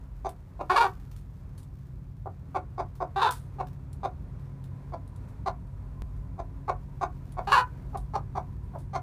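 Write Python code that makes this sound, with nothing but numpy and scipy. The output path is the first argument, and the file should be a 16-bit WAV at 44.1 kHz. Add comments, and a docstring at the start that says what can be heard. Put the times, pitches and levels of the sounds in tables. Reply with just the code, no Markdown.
"""A hen clucks softly in a small wooden coop and three times breaks into a short hoarse squawk.
Her syrinx chops the breath into pulses, which throat, windpipe and beak filter; the boards reflect them.
Straw snaps and rustles under her feet as its fibres break, and there is one dry click.
Outside, a distant engine rumbles and slowly grows in a thin wash of air with faint wavering tones,
while a deep, soft flutter swells and fades."""
import sys
import numpy as np
from scipy import signal
from scipy.fft import rfft, irfft
from scipy.io import wavfile
from scipy.ndimage import uniform_filter1d, map_coordinates

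SR = 44100
rng = np.random.default_rng(int(sys.argv[2]) if len(sys.argv) > 2 else 0)


def file_out(sig):
    """Save sig as 16-bit WAV at sys.argv[1]."""
    # one column per channel
    cols = np.atleast_2d(sig).T
    # limit, then scale
    lim = np.clip(cols, -1, 1)
    pcm = np.round(lim * 32767).astype(np.int16)
    wavfile.write(sys.argv[1], SR, pcm)


N = 397782
TIME = np.arange(N) / SR

# Levels in the tables are relative; each source applies its own gain.
# partials of the engine's drone: (frequency [Hz], level [dB])
DRONE_PARTIALS = [(48.4, -54.5), (96.6, -53), (135.5, -49.5), (259, -66.5)]
# noise spectra of the engine, the outdoor air and the low flutter: (frequency [Hz], density [dB])
RUMBLE_SPECTRUM = [(13, -29), (22, -14), (32, -46), (48, 0.5), (107, -2), (135, -5), (162, -7.5),
                   (186, -7.5), (221, -21), (260, -20.5), (301, -34), (353, -20), (420, -37.5), (550, -85),
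                   (920, -120)]
AIR_SPECTRUM = [(150, -24.5), (270, 13), (335, -5), (370, 3.5), (520, 1.5), (770, -2.5), (960, -2),
                (1150, -5), (1630, -10.5), (2600, -18), (2900, -23), (4300, -24.5), (5000, -27),
                (10000, -30.5), (15000, -38)]
LOW_FLUTTER_SPECTRUM = [(22, -23), (32, -9.5), (42, 16), (60, 17), (85, -15.5), (160, -54)]
# faint tones in the air: (frequency [Hz], width [Hz], level [dB])
AIR_TONES = [(236, 8, -10), (275, 9, -5.5), (976, 90, -10.5)]
# envelopes of the engine, the air, its tones and the low flutter: (time [s], level [dB])
ENGINE_SWELL = [(0, -8), (1.7, -0.5), (3, -1), (4, 3.5), (5.5, 1.5), (7, 0.5), (8, 5.5), (9, 3.5)]
AIR_SWELL = [(0, -59), (2.1, -63.5), (3.5, -58), (7.2, -59), (8.2, -58), (9, -58.5)]
TONE_SWELL = [(0, -6), (4, -4), (5, 5), (9, 4)]
LOW_FLUTTER_SWELL = [(0, -44.5), (4.9, -56.5), (5.25, -45.5), (6.1, -38), (6.6, -44), (9, -45)]

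# early reflections off the floor and nearest boards: (delay [s], level [dB])
BOARD_ECHOES = [(.0036, -23), (.0071, -20), (.0118, -15), (.0175, -14.5), (.0295, -19.5)]
# reverberation of the coop: (frequency [Hz], time to fall 60 dB [s])
COOP_DECAY = [(200, 0.25), (800, 0.14), (1600, 0.18), (4000, 0.069), (12000, 0.11)]

# stalks breaking underfoot: (time [s], snap level [dB], crunch level [dB], crispness [0-1])
STALK_BREAKS = [(0.292, -37.5, -60, .8), (1.114, -53, -59, 0), (1.163, -51, -55, 0.66),
                (1.579, -46, -51.5, 0.76), (1.631, -48, -67, .9), (2.953, -56, -59, 0.24),
                (3.309, -28.5, -40, .66), (3.323, -31, -44, 0.9), (3.671, -52, -61, 0),
                (3.731, -60, -68, 0), (3.93, -43.5, -70, 0.86), (4.641, -53, -61, 0.46),
                (5.077, -52, -73, .9), (5.161, -49.5, -78, 1), (5.284, -67, -62, 0.5), (7.322, -45, -65, 1),
                (7.973, -40, -52, 0.86), (8.786, -60, -54, 0.7)]
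# stirring of the litter by feet and feathers: (time [s], level [dB])
LITTER_SWELL = [(0, -76), (.6, -77), (.8, -55), (.95, -67.5), (1.3, -73.5), (2.9, -78.5), (5.2, -79.5),
                (6.1, -87), (7.3, -73.5), (9, -79)]
# spectra of dry stalks and of trodden litter: (frequency [Hz], gain [dB])
STALK_SPECTRUM = [(400, -29), (1500, -20.5), (3500, -4), (6000, -10), (9500, 0), (12000, -8), (15000, -17)]
LITTER_SPECTRUM = [(300, -7), (1200, 14), (2500, 7), (4200, 5.5), (6500, 3), (9500, -1), (15000, 2.5)]

# voice spectra before the resonances, body mainly below 2 kHz, rasp above: (frequency [Hz], gain [dB])
CLUCK_BODY_SPECTRUM = [(180, -50.5), (340, -1.5), (520, 0.5), (750, 2.5), (1100, -2), (1450, -12),
                       (1800, -20.5), (2400, -33.5), (4000, -52)]
CLUCK_RASP_SPECTRUM = [(1300, -31), (2150, 4), (2550, -6), (3000, -12.5), (3600, -5.5), (4600, -5.5),
                       (5300, -14), (6200, -10), (7800, -22), (9300, -15), (10300, -40), (15000, -26)]
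SQUAWK_BODY_SPECTRUM = [(180, -29), (380, 5.5), (560, -7.5), (800, 4), (1100, -0.5), (1450, -1.5),
                        (1750, -2), (2050, -15.5), (4000, -33)]
SQUAWK_RASP_SPECTRUM = [(1500, -38.5), (2300, -1), (2850, 0.5), (3250, -5.5), (3800, -1), (4600, -3.5),
                        (5400, -13.5), (7300, -17), (8500, -20.5), (9600, -17.5), (10800, -25),
                        (15000, -30)]
# clucks: (time [s], length [s], push level [dB], lead-in re push [dB], nominal pitch [Hz],
# rasp re body [dB], windpipe resonance spacing [Hz], beak resonance [Hz])
CLUCK_NOTES = [(0.246, 0.028, -30, -3, 356.6, -23.5, 1200, 6300),
               (0.591, 0.028, -30.5, -10.5, 328.7, -25.5, 1310, 2650),
               (2.257, 0.02, -36.5, -1.5, 363, -44, 1490, 6900),
               (2.545, 0.028, -25, -7, 362.3, -23.5, 1160, 2660),
               (2.777, 0.032, -28, -6.5, 341.5, -25.5, 1196, 5100),
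               (3.002, 0.030, -28, -5, 346.7, -30.5, 1225, 5200),
               (3.584, 0.031, -29.5, -11, 371.5, -26.5, 1380, 2780),
               (4.031, 0.03, -28.5, -5, 370, -22.5, 1264, 3550),
               (4.921, 0.027, -34.5, -11, 329, -25, 1120, 4830),
               (5.459, 0.027, -26.5, -5, 362.8, -20, 992, 4300),
               (6.378, 0.027, -35, -14, 345, -25.5, 1230, 6800),
               (6.678, 0.026, -24, -8.5, 377.8, -23.5, 1380, 2190),
               (7.010, 0.031, -25.5, -6.5, 363.6, -23.5, 1250, 6650),
               (7.368, 0.0299, -29.5, -11, 347.4, -25.5, 1150, 2580),
               (7.929, 0.032, -33.5, -16, 390.3, -30.5, 1390, 2670),
               (8.135, 0.030, -27, -9, 398, -23, 1454, 5400),
               (8.351, 0.035, -30, -5.5, 369.4, -25, 1143, 5870),
               (8.733, 0.031, -39.5, -11.5, 331, -44, 1490, 2200),
               (8.931, 0.037, -29, -9.5, 368, -17.5, 1070, 5960)]
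# the note that opens each squawk: (time [s], effort [dB], pitch [Hz], throat resonance [Hz],
# rasp re body [dB], throat resonance in the following catch [Hz])
SQUAWK_OPENINGS = [(0.696, -19.5, 379.3, 1110, -20, 750), (3.159, -27, 404.4, 900, -19, 1070),
                   (7.471, -28, 423.8, 866, -17, 790)]
# the cry after the break, one curve a squawk: (time [s], effort [dB], pitch [Hz])
CRY_CURVES = [
    [(0.762, -18, 559), (0.775, -19, 550.6), (0.781, -18, 450.7), (0.801, -24.5, 448.7),
     (0.811, -17, 481.7), (0.831, -19.5, 467.6), (0.849, -24, 376), (0.871, -28.5, 371)],
    [(3.220, -21, 557), (3.229, -19.5, 437.4), (3.242, -23.5, 477), (3.254, -22.5, 432.6),
     (3.263, -22, 448.7), (3.274, -21, 512), (3.286, -26.5, 524), (3.292, -22.5, 416)],
    [(7.521, -18, 519), (7.531, -16, 579.6), (7.549, -18, 552.5), (7.559, -20.5, 492), (7.58, -18, 480.6),
     (7.592, -20, 510.6), (7.613, -24.5, 488)],
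]
# neck posture in each squawk: (windpipe resonance spacing [Hz], reflection [0-1],
# beak resonance [Hz], beak strength [dB], gain above 5 kHz [dB])
SQUAWK_POSTURES = [(1155, 0.28, 2200, -6.5, -1), (1264, 0.13, 3640, 11, 1), (1450, 0.3, 2800, -9, -0.5)]

THROAT_HZ, ORDINARY_DB, THROAT_HZ_PER_DB = 867, -26, 19  # a harder cluck opens the throat wider
OPENING_RISE_S, OPENING_RISE_DB, OPENING_HOLD_S = 0.0061, 8.5, 0.021
CATCH_DB, CATCH_RASP_DB, BREAK_S = -29, -15.5, 0.00524
CRY_RASP_DB, RASP_FADE_DB_PER_S = -12.5, 70


def gain_of(db):
    """Amplitude ratio of a level in decibels."""
    return 10 ** (np.asarray(db) / 20)


def unit_rms(x):
    """Normalisation to an rms of one."""
    return x / np.sqrt(np.mean(x ** 2) + 1e-20)


def steadied(x, size=400):
    """Division by the short-time rms flattens the envelope, so that effort sets the loudness."""
    power = uniform_filter1d(uniform_filter1d(x ** 2, size), size // 2)
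    return x / np.sqrt(abs(power) + 1e-12)


def value_at(points, hz):
    """Interpolation of a table on a log-frequency axis."""
    f, value = np.transpose(points)
    return np.interp(np.log(hz + 1), np.log(f), value)


def swell(points):
    """Amplitude envelope through points of (time [s], level [dB])."""
    return gain_of(np.interp(TIME, *np.transpose(points)))


def add(mix, s, sound):
    """Superposition of a sound on the mix at time s."""
    part = mix[max(round(s * SR), 0):][:len(sound)]
    part += sound[:len(part)]


def wander(count, hz):
    """Smooth random modulation, of rms near one, that changes about hz times a second."""
    knots = rng.standard_normal(count // 16 + 8)
    return map_coordinates(knots, [np.arange(count) * hz / SR], order=2, mode="mirror")


def noise(spectrum):
    """Spectral shaping of white noise, at an rms of one."""
    gain = gain_of(value_at(spectrum, np.fft.rfftfreq(N, 1 / SR)))
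    return unit_rms(irfft(rfft(rng.standard_normal(N)) * gain, N))


def colour(x, spectrum, size=4096):
    """A minimum-phase filter is causal: it rings only after it is excited."""
    log_gain = np.log(gain_of(value_at(spectrum, abs(np.fft.fftfreq(size, 1 / SR)))))
    ring = np.fft.ifft(np.exp(np.conj(signal.hilbert(log_gain)))).real[:size // 2]
    return signal.oaconvolve(x, ring)[:len(x)]


def engine():
    """Level rises with nearness: wavering partials swell fully, the broadband rumble by less."""
    drone = np.zeros(N)
    for hz, db in DRONE_PARTIALS:
        amplitude = np.sqrt(2) * gain_of(db + 2 * wander(N, 3.5))
        turns = np.cumsum(hz + 1.572 * wander(N, 6)) / SR
        drone += amplitude * np.sin(2 * np.pi * turns)
    nearness = swell(ENGINE_SWELL)
    return nearness * drone + gain_of(-43.5) * nearness ** 0.56 * noise(RUMBLE_SPECTRUM)


def outdoor_air():
    """Random modulation spreads faint tones into narrow bands within a wash of noise."""
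    tones = np.zeros(N)
    for hz, width, db in AIR_TONES:
        amplitude = gain_of(db) * wander(N, width)
        turns = np.cumsum(hz * (1 + .03 * wander(N, 3))) / SR
        tones += amplitude * np.sin(2 * np.pi * turns)
    wash = noise(AIR_SPECTRUM) * gain_of(-0.5 + 1.37 * wander(N, 7))
    return swell(AIR_SWELL) * (wash + swell(TONE_SWELL) * tones)


def low_flutter():
    """Narrow-band noise fluctuates in amplitude: a deep, soft flutter that swells and fades."""
    return swell(LOW_FLUTTER_SWELL) * noise(LOW_FLUTTER_SPECTRUM)


def click(at_s=6.0208, level_db=-29.5, decay_s=0.0041):
    """A lone dry click: a sudden step that dies away quickly by exponential decay."""
    out, t = np.zeros(N), np.arange(SR // 20) / SR
    add(out, at_s, -gain_of(level_db) * np.exp(-t / decay_s))
    return out


def coop(x, tail_db, size=16384):
    """Convolution with the room response: direct sound, early reflections and a short dense tail."""
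    taps = rng.choice([-1., 1.], size) * (rng.random(size) < 3000 / SR)  # 3000 reflections a second
    taps *= np.arange(size) > .006 * SR
    hz, t, bands = signal.stft(taps, SR, nperseg=256)
    decay = gain_of(-60 * t / value_at(COOP_DECAY, hz)[:, None])
    tail = signal.istft(bands * decay, SR, nperseg=256)[1]
    response = gain_of(tail_db) * tail / np.linalg.norm(tail)
    response[0] += 1
    for delay, db in BOARD_ECHOES:
        response[round(delay * SR)] += gain_of(db)
    return signal.oaconvolve(x, response)[:N]


def crackle(count, per_s, spread_db):
    """Fibres break as a Poisson process: many tiny impulses and a few large ones."""
    sizes = gain_of(spread_db * np.minimum(rng.exponential(1, count), 4))
    return unit_rms(sizes * rng.standard_normal(count) * (rng.random(count) < per_s / SR))


def straw(snap_t60_s=0.028, small_count=7, small_snap_db=-66, small_crunch_db=-68):
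    """Fracture: a stalk snaps, then the litter crunches and settles, duller than the dry stalks."""
    crisp, dull, t = np.zeros(N), np.zeros(N), np.arange(SR // 2) / SR
    fibres = crackle(N, per_s=2500, spread_db=3.5)
    rustle = unit_rms(colour(fibres, LITTER_SPECTRUM)) * gain_of(2 * wander(N, 18))
    small_breaks = [(when * N / SR, small_snap_db, small_crunch_db, crispness)
                    for when, crispness in rng.random((small_count, 2))]
    for s, snap_db, crunch_db, crispness in STALK_BREAKS + small_breaks:
        crunch_t60_s = 0.16 * 2 ** ((crunch_db + 61.5) / 24.5)  # a heavier crunch lasts longer
        snap = gain_of(snap_db - 60 * t / snap_t60_s) * rng.standard_normal(len(t))
        crunch = gain_of(crunch_db - 60 * t / crunch_t60_s) * crackle(len(t), per_s=5000, spread_db=2.5)
        add(crisp, s, crispness * (snap + crunch))
        add(dull, s, (1 - crispness) * (snap + crunch))
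    breaks = colour(crisp, STALK_SPECTRUM) + gain_of(-4.5) * colour(dull, LITTER_SPECTRUM)
    return breaks + swell(LITTER_SWELL) * rustle


def thinned(body, s, db_per_octave_per_s=.55, pivot_hz=800, halfway_s=4.04):
    """Spectral tilt about a pivot: the farther she has walked, the less bass and the more edge."""
    tilt_db = db_per_octave_per_s * (s - halfway_s)
    return [(hz, db + tilt_db * np.clip(np.log2(hz / pivot_hz), -1, 1)) for hz, db in body]


def throat(x, hz, width_hz):
    """A formant: a resonance of unit gain whose centre follows the curve hz."""
    carrier = np.exp(2j * np.pi * np.cumsum(hz) / SR)
    pole = np.exp(-np.pi * width_hz / SR)
    return 2 * (carrier * signal.lfilter([1 - pole], [1, -pole], x / carrier)).real


def neck(x, pipe_hz, reflection, beak_hz, beak_db, top_db=0, beak_width_hz=340):
    """Standing waves in the windpipe form a comb; the beak favours one band, feathers shade the top."""
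    hz = np.fft.rfftfreq(2 * len(x), 1 / SR)
    pipe = 1 / (1 - reflection * np.exp(-2j * np.pi * hz / pipe_hz))
    beak = 1 + gain_of(beak_db) / (1 + 2j * (hz - beak_hz) / beak_width_hz)
    shade = gain_of(np.interp(hz, [4000, 5500], [0, top_db]))
    return irfft(rfft(x, 2 * len(x)) * pipe * beak * shade)[:len(x)]


def voice(t, effort_db, hz, throat_hz, rough, rasp_db, posture, body, rasp, width_hz, rise_s, fade_s):
    """Source and filter: each cycle the syrinx slaps shut and passes a puff; throat and neck resonate."""
    count = len(t)
    jitter = (.008 + .075 * rough) * wander(count, 350)
    turns = np.cumsum(hz * (1 + jitter)) / SR
    slaps = unit_rms(sum(np.cos(2 * np.pi * k * turns) for k in range(1, 40)))
    slaps *= 1 + 1.23 * rough * wander(count, 396.9)  # a hoarse voice has uneven cycles
    airflow = 0.15 + np.exp(-(turns % 1) / 0.53)
    puffs = unit_rms(airflow * rng.standard_normal(count))
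    low = throat(colour((1 - rough) * slaps + rough * puffs, body), throat_hz, width_hz)
    airy = .14 + .45 * rough
    high = neck(colour((1 - airy) * slaps + airy * puffs, rasp), *posture)
    gate = np.clip((t - t[0]) / rise_s, 0, 1) * np.clip((t[-1] - t) / fade_s, 0, 1)
    return gate * gain_of(effort_db) * (steadied(low) + gain_of(rasp_db) * steadied(high))


def clucks(push_share=0.545, cut_off_s=0.0038, reflection=0.4, beak_db=4.9):
    """Voiced transients: each swells to a pop, its pitch arching and dropping as the syrinx closes."""
    out = np.zeros(N)
    for s, length, push_db, lead_db, nominal_hz, rasp_db, pipe_hz, beak_hz in CLUCK_NOTES:
        t = np.arange(0, length + cut_off_s, 1 / SR)
        push = push_share * length
        crest = (push + length) / 2
        effort_db = push_db + np.interp(t, [0, push / 2, 0.91 * push, push, length],
                                        [lead_db - 5.5, lead_db, lead_db, -4, 2])
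        hz = nominal_hz * np.interp(t, [0, push, length], [1.05, 1.1, .94])
        throat_hz = THROAT_HZ + THROAT_HZ_PER_DB * (push_db - ORDINARY_DB)
        throat_hz *= np.interp(t, [0, push, length], [1.06, 1.1, .9])  # the beak closes at the end
        rough = np.interp(t, [0, push], [0.33, 0.36])
        edge_db = rasp_db + np.interp(t, [0, crest, length], [-2, 1.5, -2.5])
        posture = (pipe_hz, reflection, beak_hz, beak_db)
        cluck = voice(t, effort_db, hz, throat_hz, rough, edge_db, posture,
                      thinned(CLUCK_BODY_SPECTRUM, s), CLUCK_RASP_SPECTRUM,
                      width_hz=573, rise_s=0.0041, fade_s=0.0036)
        add(out, s - .001, cluck)
    return out


def squawks():
    """A register break: a cluck-like note catches, then leaps into a cry that sags and turns hoarse."""
    out = np.zeros(N)
    for opening, cry, posture in zip(SQUAWK_OPENINGS, CRY_CURVES, SQUAWK_POSTURES):
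        start, open_db, open_hz, open_throat_hz, open_rasp_db, catch_throat_hz = opening
        cry_s, cry_db, cry_hz = np.transpose(cry)
        broken, end = cry_s[0], cry_s[-1]
        held, breaking = start + OPENING_HOLD_S, broken - BREAK_S
        caught = (held + breaking) / 2
        t = np.arange(start - .001, end + 0.0045, 1 / SR)
        effort_db = np.interp(t, [start, start + OPENING_RISE_S, held, caught, breaking, *cry_s],
                              [open_db - OPENING_RISE_DB, open_db, open_db, CATCH_DB, CATCH_DB, *cry_db])
        slack_hz = 0.93 * open_hz
        hz = np.interp(t, [start, held, caught, breaking, *cry_s],
                       [slack_hz, open_hz, slack_hz, slack_hz, *cry_hz])
        cry_throat_hz = np.maximum(2.09 * cry_hz, 950)  # the formant rides above the second harmonic
        throat_hz = np.interp(t, [held, caught, breaking, *cry_s],
                              [open_throat_hz, catch_throat_hz, catch_throat_hz, *cry_throat_hz])
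        rough = np.interp(t, [held, caught, broken, end], [0.23, .5, 0.23, .38])
        rasp_db = np.interp(t, [held, caught, breaking, broken],
                            [open_rasp_db, CATCH_RASP_DB, CATCH_RASP_DB, CRY_RASP_DB])
        rasp_db -= RASP_FADE_DB_PER_S * np.maximum(t - broken, 0)
        squawk = voice(t, effort_db, hz, throat_hz, rough, rasp_db, posture,
                       thinned(SQUAWK_BODY_SPECTRUM, start), SQUAWK_RASP_SPECTRUM,
                       width_hz=327, rise_s=0.0022, fade_s=0.0049)
        add(out, t[0], squawk)
    return out


def scene():
    """Superposition: hen and straw reverberate in the coop, and the background adds directly."""
    hen = gain_of(1.38) * clucks() + gain_of(-0.3) * squawks()
    inside = coop(hen + straw(), tail_db=-9)
    return (inside + engine() + outdoor_air() + low_flutter() + click())[None]


def record(dry):
    """Band limiting: a linear-phase low-pass filter cuts off at 15.5 kHz."""
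    low_pass = signal.firwin(511, 15500, window=("kaiser", 9), fs=SR)
    return signal.oaconvolve(dry, low_pass[None], "same")


dry = scene()
out = record(dry)
file_out(out)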